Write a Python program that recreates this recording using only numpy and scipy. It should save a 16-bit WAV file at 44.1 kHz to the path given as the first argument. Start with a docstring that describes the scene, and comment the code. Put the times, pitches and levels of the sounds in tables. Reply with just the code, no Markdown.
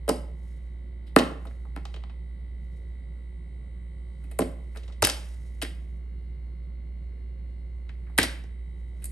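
"""Disc case handled on sheet metal

A thin plastic disc case is stood up, dropped flat, picked up, snapped open and set down on a sheet-metal top.
Each contact is a short noise burst that rings the modes of case and top and dies away in a small room;
fingers sliding on the sleeve are swelling strokes of noise, pushed air is a short low swing.
A compressor hums nearby as a comb of thin sine overtones, over a filtered-noise room rumble and hiss."""
import sys
import numpy as np
from scipy import signal
from scipy.fft import rfft, irfft, next_fast_len
from scipy.io import wavfile

SR = 44100
rng = np.random.default_rng(int(sys.argv[2]) if len(sys.argv) > 2 else 0)


def wrap_up_sound(samples):
    """Save the sound to the file named by the first command line argument, as 16-bit audio."""
    columns = np.atleast_2d(samples).T
    # keep every value between -1 and 1, then stretch to whole-number steps
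    tamed = np.clip(columns, -1, 1)
    steps = np.round(tamed * 32767).astype(np.int16)
    wavfile.write(sys.argv[1], SR, steps)


N = 401751


def amp(db):
    """Turn dB into gain."""
    return np.exp(np.asarray(db) * (np.log(10) / 20))


def rms_one(x):
    """Scale to rms 1."""
    return x / np.sqrt(np.mean(x ** 2) + 1e-20)


def at_hz(points, hz):
    """Read a (Hz, value) table on a log-frequency axis."""
    table = np.array(points)
    return np.interp(np.log(hz), np.log(table[:, 0]), table[:, 1])


def sides(pan_db):
    """Left and right gains for a left-minus-right balance in dB."""
    return amp(np.array([[.5], [-.5]]) * pan_db)


def drift(rate):
    """Slow random wander of spread 1, made from twice-smoothed noise; a higher rate wanders faster."""
    step = 40   # samples between slow values
    pole = np.exp(-2 * step * np.pi * rate / SR)
    white = rng.standard_normal(N // step + 2002)
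    slow = signal.lfilter([1], [1, -2 * pole, pole * pole], white)[2000:]   # settled part only
    return np.interp(np.arange(N) / step, np.arange(len(slow)), rms_one(slow - slow.mean()))


def bands(length, spectrum):
    """Third-octave bands of stereo noise, each with its level and left-right likeness: yields (Hz, band)."""
    # How alike left and right are. Each row: frequency in Hz, likeness (1 is identical, 0 is unrelated).
    likeness = [(60, 1), (200, .93), (400, .75), (700, .45), (1300, .3), (3000, 0.46), (6000, 1),
                (9000, 0.68)]
    edges = 22.5 * 2 ** (np.arange(30) / 3)
    white = rng.standard_normal((2, 2, length))
    edges = edges[edges > spectrum[0][0] / 2]
    for k, (low, high) in enumerate(zip(edges, edges[1:])):
        band_filter = signal.butter(2, [low, high], "band", fs=SR, output="sos")
        mid, side = signal.sosfilt(band_filter, white[k % 2])   # neighbouring bands use separate noise
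        hz = np.sqrt(low * high)
        alike = np.clip(at_hz(likeness, hz), -1, 1)
        stereo = np.sqrt(1 + alike) * mid + np.sqrt(1 - alike) * side * [[1], [-1]]
        yield hz, amp(at_hz(spectrum, hz)) * stereo


def room_noise():
    """Steady rumble and hiss: shaped noise with each band flickering a little."""
    # Colour of the rumble and hiss. Each row: frequency in Hz, relative density in dB per Hz.
    noise_colour = [(25, -30.5), (45, -2), (70, -5.5), (95, -13.5), (160, -9), (250, -21.5), (500, -29),
                    (1000, -41), (1700, -43.5), (2100, -39.5), (2500, -49.5), (4100, -49), (5200, -65),
                    (7200, -64), (8800, -56.5), (11000, -61.5), (13000, -75.5)]
    level_db = -49   # rms
    noise = sum(band * amp(1.4 * drift(3.0)) for hz, band in bands(N, noise_colour))
    return amp(level_db) * rms_one(noise)


def compressor():
    """Sine hum, overtones that change with the place of the microphone, and a separate whine."""
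    # The fundamental. Each row: time in seconds, level in dB rms before panning.
    hum_level = [(0.0, -35.5), (1.37, -37), (1.77, -34.5), (3.27, -37), (6.54, -35), (9.11, -35.5)]
    # Place of the microphone. Each row: time in seconds, closeness (0 held back, 1 held close).
    closeness = [(5.7, 0.017), (6.1, 1), (7.9, 0.97), (8.3, 0)]
    # Overtone numbers, one per row of the next table: multiples of the motor speed.
    multiples = [9, 15, 18, 19, 24, 31, 33, 34, 35, 36, 37, 38, 47, 48, 52, 53, 61, 65, 66, 71]
    # Each row: level in dB rms held back, level in dB rms held close, left-minus-right in dB,
    # left lead in radians.
    overtones = [(-75.5, -75.5, 9.5, 0.86), (-81.5, -88, 0.5, 0.44), (-84.5, -83, -2.5, -1.2),
                 (-84.5, -84.5, 8.5, 1.35), (-91, -88.5, -4.5, 0.1), (-91.5, -88, -3.5, -0.5),
                 (-73.5, -91, -2, -0.4), (-71, -74.5, -0.5, -1.2), (-81, -76, 5, 0), (-77.5, -83, 9.5, 1.2),
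                 (-78, -79, -2.5, 0.3), (-87.5, -89, 1, -0.2), (-91.5, -99, 6.5, 0.0),
                 (-91, -82, -3.5, 1.5), (-84, -90.5, 1, 0.7), (-81.5, -85.5, 3, 2.1), (-88, -101, 5, 1.0),
                 (-82.5, -87, -2.5, 0.65), (-86.5, -100.5, -3.5, 0.5), (-88.5, -82, -1.5, 0.24)]
    motor_hz, whine_hz = 59.21, 360.7
    hum_pan_db, whine_db = -2.5, -66.5
    rattle_back_db, rattle_close_db = -101, -107   # per line of the faint high cluster, before scatter

    t = np.arange(N) / SR
    turn = 2 * np.pi * motor_hz * t
    close = np.interp(t, *np.transpose(closeness))
    out = amp(np.interp(t, *np.transpose(hum_level))) * np.sin(turn) * sides(hum_pan_db)

    angle = turn % (2 * np.pi)
    for multiple, (back_db, close_db, pan_db, lead) in zip(multiples, overtones):
        level = amp(back_db + (close_db - back_db) * close + 0.98 * drift(.5))
        phase = multiple * angle + rng.uniform(0, 2 * np.pi) + [[lead], [0]]
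        out += level * np.sin(phase.astype(np.float32)) * sides(pan_db)

    # one turn of the cluster at multiples 128 to 161, read again on every turn
    cycle = np.linspace(0, 2 * np.pi, 16384)
    cluster = sum(amp(rng.normal(0, 4.0)) * np.sin(k * cycle + rng.uniform(0, 2 * np.pi))
                  for k in range(128, 162))
    rattle_db = rattle_back_db + (rattle_close_db - rattle_back_db) * close + 1.5 * drift(0.45)
    out += amp(rattle_db) * np.interp(angle, cycle, cluster)

    whine_level = amp(whine_db + 0.97 * drift(1.5))
    whine = np.sin(2 * np.pi * whine_hz * t + 0.72 * drift(1.5))
    out += whine_level * whine * sides(hum_pan_db)
    return np.sqrt(2) * out   # sine levels become rms


def chatter(age):
    """Spectra of two unrelated noise bursts that swell and die, their spectra evened out."""
    burst = rfft(rng.standard_normal((2, len(age))) * (1 - np.exp(-2.5 * age)) * np.exp(-age))
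    even = irfft(burst / np.abs(burst) ** .8, len(age))
    return rfft(even * np.clip(4 * age, 0, 1) * (age < 7))


def contact_colour(hz, knock_db, knock_hz, snap_db, snap_hz, tick_db, softness):
    """Knock, snap and tick fall away from their pitches and add in power; soft touches dull the first two."""
    tick_hz = 11000   # where the tick is strongest
    knock_fall_db, snap_fall_db, tick_fall_db = 13, 8.5, 20.5   # per octave away from each pitch
    soft_fall_db = 7   # further loss per octave above the snap, for each step of softness
    dull_db = soft_fall_db * (softness - 1) * np.maximum(np.log2(hz / snap_hz), 0)
    humps = [(knock_db - dull_db, knock_hz, knock_fall_db),
             (snap_db - dull_db, snap_hz, snap_fall_db),
             (tick_db, tick_hz, tick_fall_db)]
    power = sum(amp(db - fall_db * np.abs(np.log2(hz / top_hz))) ** 2 for db, top_hz, fall_db in humps)
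    return 10 * np.log10(power)


def contacts():
    """Each contact is a burst of chatter that cracks, and strikes every mode with a strength of its own."""
    # Blows and touches. Each row: start in seconds, knock of case and top in dB, its pitch in Hz,
    # snap of the plastic in dB, its pitch in Hz, tick of the edge in dB, length in ms before softening.
    contact_rows = [(0.0779, -28.5, 500.0, -49, 3400.0, -49, 2), (0.084, -20.5, 370.0, -44, 1800, -47, 3.9),
                    (0.0897, -23, 490.0, -32.5, 4890, -30, 3), (0.0935, -23, 680, -60, 900.0, -52.5, 1.7),
                    (0.103, -25, 220.0, -46, 1800.0, -55.5, 4), (1.063, -60, 240.0, -60, 3903, -69, 6.9),
                    (1.162, -6, 330, -14, 1120, -28, 1.1), (1.1854, -30, 870.0, -30, 3600, -40, 4.1),
                    (1.192, -29, 600, -36, 3400, -54, 3.1), (1.202, -25, 270.0, -35, 1000.0, -63, 1.9),
                    (1.313, -37, 370.0, -70, 6000.0, -90, 2), (1.451, -46, 290.0, -48.5, 990, -62, 3.2),
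                    (1.468, -44, 340.0, -59, 3500, -90, 4.0), (1.508, -56, 400.0, -61.5, 1800.0, -90, 1.5),
                    (1.65, -57, 340.0, -55.5, 1000.0, -78, 2.1), (1.761, -39.5, 300.0, -42, 1200, -58, 1.9),
                    (1.772, -43, 250.0, -49.5, 1300.0, -76, 2.3), (1.852, -45, 900, -47.5, 4000, -68, 1.8),
                    (1.939, -47.5, 600, -48, 3000, -90, 2.7), (1.96, -48, 620, -52, 3000, -75, 3.2),
                    (2.036, -52, 950, -56, 3000, -90, 0.9), (2.094, -58, 950, -57, 2800, -90, 2.7),
                    (4.238, -51.5, 230.0, -62.5, 2500.0, -66, 3.1),
                    (4.311, -50.5, 560.0, -54.5, 2500.0, -54, 3.2),
                    (4.388, -19, 420, -30.5, 990, -30.5, 2.8), (4.404, -21, 290.0, -46, 4500, -56, 3.9),
                    (4.415, -22.5, 310.0, -40.5, 2330, -90, 4.9),
                    (4.747, -55, 340.0, -55, 1500.0, -68, 3.0), (4.757, -46, 650.0, -49, 1700, -60, 4.0),
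                    (4.77, -48, 440.0, -50, 4300, -56, 2.2), (4.831, -54, 370.0, -57, 4000, -90, 2.8),
                    (4.876, -52, 610.0, -56, 4200, -80, 4.2), (4.895, -57, 420.0, -58, 1200.0, -90, 2.2),
                    (4.919, -55, 360.0, -57, 4200, -80, 4.1), (5.0215, -28.5, 430.0, -27, 1500.0, -29, 1.5),
                    (5.025, -18, 680, -26, 5700.0, -31, 2.03), (5.036, -29, 250.0, -23.5, 4100.0, -57, 8.4),
                    (5.047, -35, 680.0, -22, 4600, -23, 3.2), (5.07, -49, 230.0, -31, 1700.0, -28, 1.7),
                    (5.088, -33, 690.0, -35, 4300.0, -49, 2.5), (5.097, -40, 370.0, -30.5, 4800, -48, 2.6),
                    (5.615, -43, 710.0, -38.5, 3300, -53, 3.2),
                    (5.621, -30, 310.0, -33.5, 2470, -35.5, 4.3), (5.63, -34, 190.0, -41, 4200, -90, 2.6),
                    (5.647, -53, 230.0, -43.5, 1800.0, -58, 1.6), (7.89, -58, 230.0, -50, 2400, -90, 2.4),
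                    (8.064, -65, 230.0, -60, 1700.0, -87, 3.5), (8.095, -62, 300.0, -58, 1300.0, -80, 2.1),
                    (8.177, -29, 740.0, -29, 4000, -26, 5.0), (8.184, -20, 300.0, -18, 1900, -24, 3.2),
                    (8.196, -44, 310.0, -31, 3300, -45, 4.7), (8.212, -31.5, 290.0, -33, 3610, -90, 5.5),
                    (8.227, -32, 390.0, -27, 4200, -32, 6.3), (8.235, -37, 230.0, -36, 1300.0, -41, 2.8),
                    (8.436, -49, 320.0, -62.5, 4800.0, -79, 2.3),
                    (9.018, -59, 310.0, -57, 2700.0, -60, 4.3), (9.041, -54, 230.0, -57, 2500, -38, 3),
                    (9.053, -59, 300.0, -59, 2600.0, -39, 5.0)]
    # What case and top ring with. Each row: frequency in Hz, relative level in dB, t60 in seconds.
    case_modes = [(180, -8.5, 0.04), (270.5, 4.5, .08), (332.5, -2, 0.043), (446.8, 4.5, .05),
                  (529, -1.5, 0.032), (619, 2, .035), (814, 1.5, .03), (1040, -5.5, .025),
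                  (1360, -5.5, .015), (1616, 1, 0.011), (1880, -1, 0.014), (2080, -3.5, 0.015),
                  (2570, -3.5, 0.015), (2950, -1, 0.012), (3120, -3, .01), (3700, -4.5, 0.0093),
                  (4900, -5, .007), (5330, -5.5, .006), (5900, -8, 0.0096)]
    # Edges in Hz of the parts, about an octave wide, that the colour of a contact is set in.
    part_edges_hz = [150, 350, 700, 1300, 2500, 4500, 8000, 15500]
    spread_ms = 1.6   # delay of 250 Hz behind the top, for a blow
    ring_db = 1.5   # ringing against the bare crack
    ping_db, ping_octaves = 11, .35   # modes near the pitch of the snap are struck harder

    size = 6144
    out, t = np.zeros((2, N + size)), np.arange(size) / SR
    hz = np.fft.rfftfreq(size, 1 / SR) + 1
    z = np.exp(-2j * np.pi * hz / SR)   # one sample of delay
    parts = [signal.sosfreqz(signal.butter(3, edge, "band", fs=SR, output="sos"), hz, fs=SR)[1]
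             for edge in zip(part_edges_hz, part_edges_hz[1:])]
    centres = np.sqrt(np.multiply(part_edges_hz[:-1], part_edges_hz[1:]))
    modes = []
    for mode_hz, level_db, t60 in case_modes:
        r, w = amp(-60 / (t60 * SR)), 2 * np.pi * mode_hz / SR
        resonance = (1 - z * z) / (1 - 2 * r * np.cos(w) * z + r * r * z * z)
        modes.append(amp(level_db) * np.sqrt(1 - r) * resonance)
    mode_pitches = np.array(case_modes)[:, 0]
    # bending waves: delay grows as one over the root of pitch, so a blow sweeps downward, a light touch less
    sweep = -4j * np.pi * spread_ms / 1000 * np.sqrt(250 * hz)
    # the ports hear different faces of the case, most of all in the middle range
    unlike = .45 * np.clip(hz / 1200, 0, 1) * np.clip(9500 / hz - .6, .2, 1)

    for s, knock_db, knock_hz, snap_db, snap_hz, tick_db, length_ms in contact_rows:
        # light touches of soft fingers smear out
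        softness = np.clip((-max(knock_db, snap_db, tick_db) - 27) / 12, 1, 2.5)
        parts_db = contact_colour(centres, knock_db, knock_hz, snap_db, snap_hz, tick_db, softness)
        mid, side = chatter(1000 * t / max(length_ms * softness, .1))

        near_snap = np.exp(-(np.log2(mode_pitches / snap_hz) / ping_octaves) ** 2)
        strength = amp(ping_db * near_snap + rng.normal(0, 3.0, len(modes)))
        rung = strength @ np.array(modes)
        body = 1 + amp(ring_db) * rung / np.sqrt(np.mean(np.abs(rung[hz < 7000]) ** 2))

        # each part carries the energy of its level held for 14 ms
        colour = 0
        for db, part in zip(parts_db, parts):
            energy = np.sum(np.abs(part * body * mid) ** 2)
            colour = colour + amp(db) * part * np.sqrt(.007 * SR * size / energy)
        pair = (mid + unlike * side * [[1], [-1]]) * body * colour * np.exp(sweep / softness)
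        at = round(s * SR)
        out[:, at:at + size] += irfft(pair, size)
    return out[:, :N]


def room(x):
    """A tail of noise that builds within a few ms and dies band by band."""
    # Decay of the late tail. Each row: frequency in Hz, t60 in seconds.
    tail_t60 = [(150, 0.48), (500, 0.51), (2000, 0.49), (5000, 0.3867), (10000, 0.39), (14000, 0.02)]
    # Colour of the tail. Each row: frequency in Hz, relative density in dB per Hz.
    tail_colour = [(150, -1.5), (1000, -1), (4000, 1.5), (12000, -3.5)]
    tail_db = -8.5   # tail energy against the mono sound that feeds it
    t = np.arange(SR // 2) / SR
    tail = sum(band * amp(-60 * t / at_hz(tail_t60, hz)) for hz, band in bands(len(t), tail_colour))
    # near surfaces answer first and loudest
    tail = tail * (1 - np.exp(-t / 0.0019)) * (1 + 1.0 * np.exp(-t / .03))
    tail = tail / np.sqrt(np.sum(tail ** 2) / 2)
    return amp(tail_db) * signal.fftconvolve(x.mean(axis=0)[None], tail)[:, :N]


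def rustle():
    """Fingers on the sleeve: flickering noise for dense grains of skin and film; each stroke swells and sinks."""
    # Colour of the rubbing. Each row: frequency in Hz, relative density in dB per Hz.
    rustle_colour = [(600, -14), (1500, -2.5), (3000, -3), (6000, -3.5), (9000, -2), (12000, -4.5),
                     (15000, -10.5)]
    # Slides. Each row: start in seconds, loudest moment in seconds, end in seconds, level in dB.
    stroke_rows = [(.2, .45, .95, -71), (1.3, 1.45, 1.9, -71), (1.7, 1.9, 2.1, -75), (2.4, 2.751, 3.1, -78),
                   (3.8, 4.33, 4.9, -76), (4.451, 4.8, 5.1, -71), (5.1, 5.17, 5.89, -59),
                   (5.6, 5.7, 6.4, -74), (7.6, 7.95, 8.2, -88), (8.5, 8.8, 9.0, -80),
                   (8.85, 9.1, 9.5, -64.5)]
    swell_db = 20   # depth of the ramps in dB; the floor is then taken off so a stroke starts from silence
    t = np.arange(N) / SR
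    strokes = 0
    for start, loudest, end, level_db in stroke_rows:
        swell = amp(np.interp(t, [start, loudest, end], [-swell_db, 0, -swell_db])) - amp(-swell_db)
        strokes = strokes + amp(level_db) * swell
    flicker = amp(2.5 * drift(33.0))
    return flicker * strokes * rms_one(sum(band for hz, band in bands(N, rustle_colour)))


def puffs():
    """Air pushed out as the case swings or lands: a few low swings of pressure that rise and die."""
    # Each row: start in seconds, peak of the envelope in dB, time to that peak in ms.
    puff_rows = [(4.401, -36, 18), (5.03, -21, 5.1), (8.19, -31, 10), (8.241, -36.5, 9)]
    puff_hz = 92
    out = np.zeros(N)
    for s, level_db, length_ms in puff_rows:
        t = np.arange(SR // 5) / SR
        age = 1000 * t / length_ms
        envelope = amp(level_db) * age * np.exp(1 - age)
        out[round(s * SR):][:len(t)] += envelope * np.sin(2 * np.pi * puff_hz * t)
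    return out


def microphone(x):
    """Both ports have peaks and narrow dips near the top, then fall away; they differ in level and phase."""
    # Colour of both ports. Each row: frequency in Hz, gain in dB.
    port_colour = [(8000, 0.5), (9500, 6.5), (10250, -5), (11000, 8), (12000, -4), (13000, -18),
                   (13800, -25), (14800, -20)]
    # Each row: frequency in Hz, left-minus-right in dB.
    port_balance = [(200, -1.5), (450, -2), (750, 0), (1200, 0.5), (5000, 0)]
    # Each row: frequency in Hz, phase in radians by which left leads.
    port_lead = [(150, .1), (500, .3), (950, .8), (2070, 0.4), (3010, 1.5), (6890, 0.5), (7840, 1.5),
                 (8790, -1), (9700, -2.5), (11800, -5), (14700, -10)]
    size = next_fast_len(N + 4096)
    hz = np.fft.rfftfreq(size, 1 / SR) + 1
    phase = np.exp(1j * at_hz(port_lead, hz) * [[.5], [-.5]])
    ports = sides(at_hz(port_balance, hz)) * phase
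    return irfft(rfft(x, size) * amp(at_hz(port_colour, hz)) * ports, size)[:, :N]


def scene():
    """Handling in the room over rumble and hiss, all through the microphone colour; the compressor is added."""
    handling = contacts() + rustle()
    heard = handling + room(handling) + puffs() + room_noise()
    return microphone(heard) + compressor()


def record(dry):
    """The lowest rumble is cut, the highest peaks are rounded, the top is cut."""
    cutoff_hz = 16900
    x = signal.sosfilt(signal.butter(2, 36, "high", fs=SR, output="sos"), dry)
    x = x / (1 + np.abs(x) ** 4) ** .25
    return signal.sosfilt(signal.cheby2(12, 70, cutoff_hz, fs=SR, output="sos"), x)


dry = scene()
out = record(dry)
wrap_up_sound(out)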